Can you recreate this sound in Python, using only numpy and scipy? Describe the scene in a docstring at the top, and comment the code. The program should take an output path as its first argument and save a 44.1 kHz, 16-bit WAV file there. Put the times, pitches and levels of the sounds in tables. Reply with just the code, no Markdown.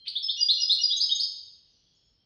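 """A caged goldfinch ends a phrase of rising chirps and short whistles in a bare, ringing room,
a little way from a phone. Each note is a gliding sine with its octave, with air hiss riding on it;
convolution with decaying noise smears the notes into a long shimmer.
Filtered noise makes the opening puff, the far birds and the room rumble."""
import sys
import numpy as np
from scipy import signal
from scipy.fft import rfft, irfft
from scipy.io import wavfile
from scipy.ndimage import uniform_filter1d

SR = 44100
rng = np.random.default_rng(int(sys.argv[2]) if len(sys.argv) > 2 else 0)


def transcribe(u):
    """Save the signal u as a 16-bit wav file named by the first command-line argument.

    u: samples, shape (n,) or (channels, n), limited to [-1, 1]; the rate is SR.
    q: integer samples, one column per channel.
    """
    v = np.clip(np.atleast_2d(u).T, -1, 1)
    q = np.round(v * 32767).astype(np.int16)
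    wavfile.write(sys.argv[1], SR, q)


def decibels_to_gain(level_db):
    """Convert a level in decibels to a linear amplitude gain (20 dB per decade)."""
    exponent = np.asarray(level_db, float) / 20
    return 10 ** exponent


N = 99225  # samples, 2.25 s
LEAD_IN = 8820  # samples before time zero, 0.2 s


def level(x, db):
    """Mean-square power: scales a signal to a given rms in dB."""
    return x * decibels_to_gain(db) / np.sqrt(np.mean(x ** 2))


def walk(rate, size):
    """Band-limited fluctuation: random values held 1 / rate s and smoothed twice, spread near 1."""
    hold = max(int(SR / rate), 1)
    steps = np.repeat(rng.standard_normal(size)[:size // hold + 1], hold)
    smooth = uniform_filter1d(uniform_filter1d(steps, hold), hold)
    return 1.72 * smooth[:size]


def coloured(points, x):
    """Linear filtering: weights the spectrum by f/Hz, gain/dB points joined on a log-frequency axis."""
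    point_hz, point_db = np.array(points).T
    hz = np.maximum(np.fft.rfftfreq(len(x), 1 / SR), 1)
    gain = decibels_to_gain(np.interp(np.log(hz), np.log(point_hz), point_db))
    return irfft(rfft(x) * gain, len(x))


def coloured_noise(points, size, db):
    """Subtractive synthesis: white noise filtered to a spectrum, then set to an rms."""
    return level(coloured(points, rng.standard_normal(size)), db)


def bell(t, start, length, rise, fall):
    """Amplitude envelope: soft rise, hold and fall, with rise and fall as shares of the length."""
    u = np.clip((t - start) / length, 0, 1)
    ramps = np.clip(u / rise, 0, 1) * np.clip((1 - u) / fall, 0, 1)
    return np.sin(np.pi / 2 * ramps) ** 2


def note(t, waver, start, length, from_hz, to_hz, db, tilt_db, octave_db, bend, rise, fall):
    """Frequency modulation in the syrinx: a gliding sine and its octave under a soft envelope."""
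    u = np.clip((t - start) / length, 0, 1)
    # a larger bend brings the pitch near its goal earlier
    hz = (to_hz + (from_hz - to_hz) * (1 - u) ** bend) * waver
    phase = 2 * np.pi * np.cumsum(hz) / SR
    # db is the rms of the fundamental at mid-note; tilt_db is the change from start to end
    size = np.sqrt(2) * bell(t, start, length, rise, fall) * decibels_to_gain(db + tilt_db * (u - .5))
    return size * (np.sin(phase) + decibels_to_gain(octave_db) * np.sin(2 * phase))


# whistles sung just before, of which only the echo is left:
# start t/s, length t/s, from f/Hz, to f/Hz, level/dB
EARLIER_WHISTLES = [(-.15, .04, 3200, 3180, -44), (-.12, .04, 4190, 4170, -47)]
# short whistles, most of which sag a little: start t/s, length t/s, from f/Hz, to f/Hz, level/dB
WHISTLE_NOTES = [(0.222, .032, 5562, 5140, -30.5), (.400, 0.037, 5054, 4800, -21.5),
                 (0.597, 0.018, 5804, 5593, -33), (.614, 0.021, 4950, 4990, -19),
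                 (0.804, 0.022, 5776, 5600, -34.5), (0.826, 0.0286, 5031, 4857, -20),
                 (0.915, 0.042, 3865, 3882, -24.5), (0.96, 0.03, 6473, 6405, -27),
                 (1.108, 0.021, 3794, 3725, -24), (1.145, 0.019, 6324, 6493, -29)]


def whistles(t, waver):
    """Near-sinusoidal oscillation: short tones with little glide and a weak second harmonic."""
    return sum(note(t, waver, *row, tilt_db=0, octave_db=-40.5, bend=2.2, rise=.55, fall=.13)
               for row in EARLIER_WHISTLES + WHISTLE_NOTES)


# relative spectrum of the air hiss: f/Hz, level/dB
BREATH_COLOUR = [(1100, -35.5), (1600, -9), (2500, 1.5), (5000, 0), (6500, -28.5)]


def breath(notes):
    """Turbulence noise: air hiss whose amplitude follows the smoothed magnitude of the notes."""
    hiss = coloured_noise(BREATH_COLOUR, len(notes), -47.5)  # dB, before the notes scale it
    return hiss * uniform_filter1d(np.abs(notes), size=88)  # 2 ms


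# single reflections from table and wall: delay t/s, level/dB
REFLECTIONS = [(.00166, -11.5), (.0075, -1.5), (.019, -8.5)]


def room():
    """Impulse response: direct sound, early reflections and a dense exponentially decaying tail."""
    gap_s, build_s = 0.0014, 0.0067
    early_db, early_t60_s = -3, 0.29
    tail_db, low_t60_s, treble_t60_s, treble_hz = -4, 0.78, 0.4, 7200
    t = np.arange(SR) / SR
    late = np.maximum(t - gap_s, 0)
    tail_noise, early_noise = rng.standard_normal((2, SR))

    def fade(t60):
        """Exponential decay: a fall of 60 dB in each t60 seconds."""
        return decibels_to_gain(-60 * t / t60)

    # the treble dies away sooner than the rest
    low = signal.sosfilt(signal.butter(6, treble_hz, fs=SR, output="sos"), tail_noise)
    high = signal.sosfilt(signal.butter(6, treble_hz, "high", fs=SR, output="sos"), tail_noise)
    tail = low * fade(low_t60_s) + high * fade(treble_t60_s)
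    tail = tail * (1 - np.exp(-late / build_s))
    early = early_noise * fade(early_t60_s) * (late > 0)
    direct = t == 0
    single = sum(decibels_to_gain(db) * np.sinc((t - delay) * SR) for delay, db in REFLECTIONS)
    # dividing by sqrt(SR) turns rms over this one second into total energy
    diffuse = (level(early, early_db) + level(tail, tail_db)) / np.sqrt(SR)
    return direct + single + diffuse


# relative spectrum of the distant twitter: f/Hz, level/dB
TWITTER_COLOUR = [(2300, -25.5), (2900, -3.5), (3300, -3.5), (3800, -4.5), (4500, 2.5), (5300, -4.5),
                  (5700, -14), (6700, -21.5), (7000, -45)]
# slow gain of the distant twitter: t/s, level/dB
TWITTER_SWELL = [(0, -10), (1.201, -6), (1.701, -6.5), (2.0, -8), (2.25, -14)]


def far_twitter(t):
    """Diffuse superposition: distant birds merge into filtered noise of slowly wandering level."""
    wash = coloured_noise(TWITTER_COLOUR, len(t), -64)  # dB, before the swell
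    swell_db = np.interp(t, *np.array(TWITTER_SWELL).T)
    return wash * decibels_to_gain(swell_db + 0.67 * walk(4.6, size=len(t)))


# relative spectrum of the room rumble: f/Hz, level/dB
RUMBLE_COLOUR = [(20, -27.5), (40, 0), (130, -5.5), (250, -12.5), (500, -17), (700, -23.5), (1200, -27.5),
                 (2600, -29), (3400, -49)]


def room_rumble(size):
    """Stationary random noise: a steady background, strongest at low frequencies."""
    return coloured_noise(RUMBLE_COLOUR, size, -74)


# the harsh puff that opens the phrase: start t/s, length t/s, level/dB before the envelope
PUFF_EVENT = (0.045, 0.035, -42)
# relative spectrum of the puff: f/Hz, level/dB
PUFF_SPECTRUM = [(900, -50), (1400, -14.5), (1800, -15), (2500, 2), (4500, 1), (5200, -20.5), (6200, -28.5),
                 (6500, -50.5)]


def puff(t):
    """Noise burst: filtered noise under a slow rise and a quick fall."""
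    start, length, db = PUFF_EVENT
    return coloured_noise(PUFF_SPECTRUM, len(t), db) * bell(t, start, length, rise=1.0, fall=0.13)


# rising chirps: start t/s, length t/s, from f/Hz, to f/Hz, level/dB,
# level at the end minus start/dB, octave re fundamental/dB
CHIRP_NOTES = [(.068, .018, 2600, 4857, -33.5, 18.5, -33.5), (.153, .018, 3170, 3776, -30, 6.5, -54.5),
               (0.166, 0.025, 3725, 4630, -37.5, -2.5, -36.5), (.283, .018, 3122, 3740, -28.5, 9.5, -47.5),
               (0.294, 0.029, 3777, 4746, -35.5, -6.5, -53), (0.483, 0.034, 3200, 4385, -21.5, 5.5, -40.5),
               (0.692, 0.045, 3300, 4444, -22.5, -0.5, -36.5), (0.901, 0.025, 3200, 3732, -29.5, -3, -40.5),
               (0.999, .022, 3700, 5103, -25, 8.5, -38.5), (1.021, 0.021, 4500, 5130, -23, 8, -40),
               (1.091, 0.023, 3010, 3467, -34, 0, -28), (1.195, .024, 3970, 5292, -27, -1, -35),
               (1.231, 0.015, 4500, 5164, -26.5, -9.5, -49)]


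def chirps(t, waver):
    """Upward frequency sweep: each note glides to a higher pitch as its level tilts."""
    return sum(note(t, waver, *row, bend=1.3, rise=.18, fall=.16) for row in CHIRP_NOTES)


# soft low lead-in notes: start t/s, length t/s, from f/Hz, to f/Hz, level/dB,
# octave re fundamental/dB
LEAD_NOTES = [(0.364, 0.049, 2185, 2889, -43.5, 2), (0.575, 0.028, 2383, 2891, -42, -11.5),
              (0.782, 0.027, 2252, 2892, -42.5, -10)]


def lead_ins(t, waver):
    """Harmonic enrichment: low swelling notes with a strong octave and an early, rapid glide."""
    return sum(note(t, waver, *row, tilt_db=7, octave_db=octave_db, bend=13, rise=.22, fall=.067)
               for *row, octave_db in LEAD_NOTES)


# phrases of far birds, smeared into bands:
# start t/s, length t/s, centre f/Hz, half-level-span width f/Hz, level/dB before the envelope
FAR_PHRASES = [(1.677, 0.41, 5850, 506.3, -77), (1.834, 0.37, 3330, 200, -75.5),
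               (1.94, 0.39, 5317, 300, -71.5), (1.924, 0.3, 6650, 196, -81.5),
               (2.158, 0.36, 3200, 205, -78), (1.848, 0.13, 4640, 201.4, -77)]


def far_calls(t):
    """Narrow-band noise: far phrases that stand out, blurred into bands with soft envelopes."""
    out = np.zeros(len(t))
    for start, length, hz, width, db in FAR_PHRASES:
        # flat across the width, falling by 60 dB within half a width on either side
        band = [(hz - width, -60), (hz - width / 2, 0), (hz + width / 2, 0), (hz + width, -60)]
        out = out + coloured_noise(band, len(t), db) * bell(t, start, length, rise=0.1, fall=0.56)
    return out


# what beak and microphone let through: f/Hz, level/dB
BEAK_AND_MICROPHONE = [(1500, -7.5), (3100, 2.5), (3600, 1), (3900, -1.5), (4250, 0.5), (4900, -1),
                       (5700, 0), (6500, -5), (7000, -29.5), (7700, -14.5), (8700, 9), (9900, -9.5)]


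def goldfinch(t):
    """Source and filter: all notes, their hiss and the puff pass through beak and microphone."""
    waver = 1 + .003 * walk(300, size=len(t))  # quick pitch unsteadiness, as a share
    notes = whistles(t, waver) + chirps(t, waver) + lead_ins(t, waver)
    return coloured(BEAK_AND_MICROPHONE, notes + breath(notes) + puff(t))


def scene():
    """Convolution and superposition: the bird through the room, over the background."""
    t = (np.arange(N + LEAD_IN) - LEAD_IN) / SR
    bird = signal.fftconvolve(goldfinch(t), room())[LEAD_IN:LEAD_IN + N]
    heard_t = t[LEAD_IN:]
    background = far_twitter(heard_t) + far_calls(heard_t) + room_rumble(N)
    return (bird + background)[None]


def top_cut(x):
    """Nothing passes above the cut-off."""
    return signal.sosfilt(signal.butter(12, 9920, fs=SR, output="sos"), x)


def record(dry):
    """Low-pass filtering: the phone cuts the top steeply above 9900 Hz."""
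    lowpass = signal.ellip(10, .2, 80, 9900, fs=SR, output="sos")  # 0.2 dB ripple, 80 dB rejection
    mix = signal.sosfilt(lowpass, dry)
    return top_cut(mix)


dry = scene()
out = record(dry)
transcribe(out)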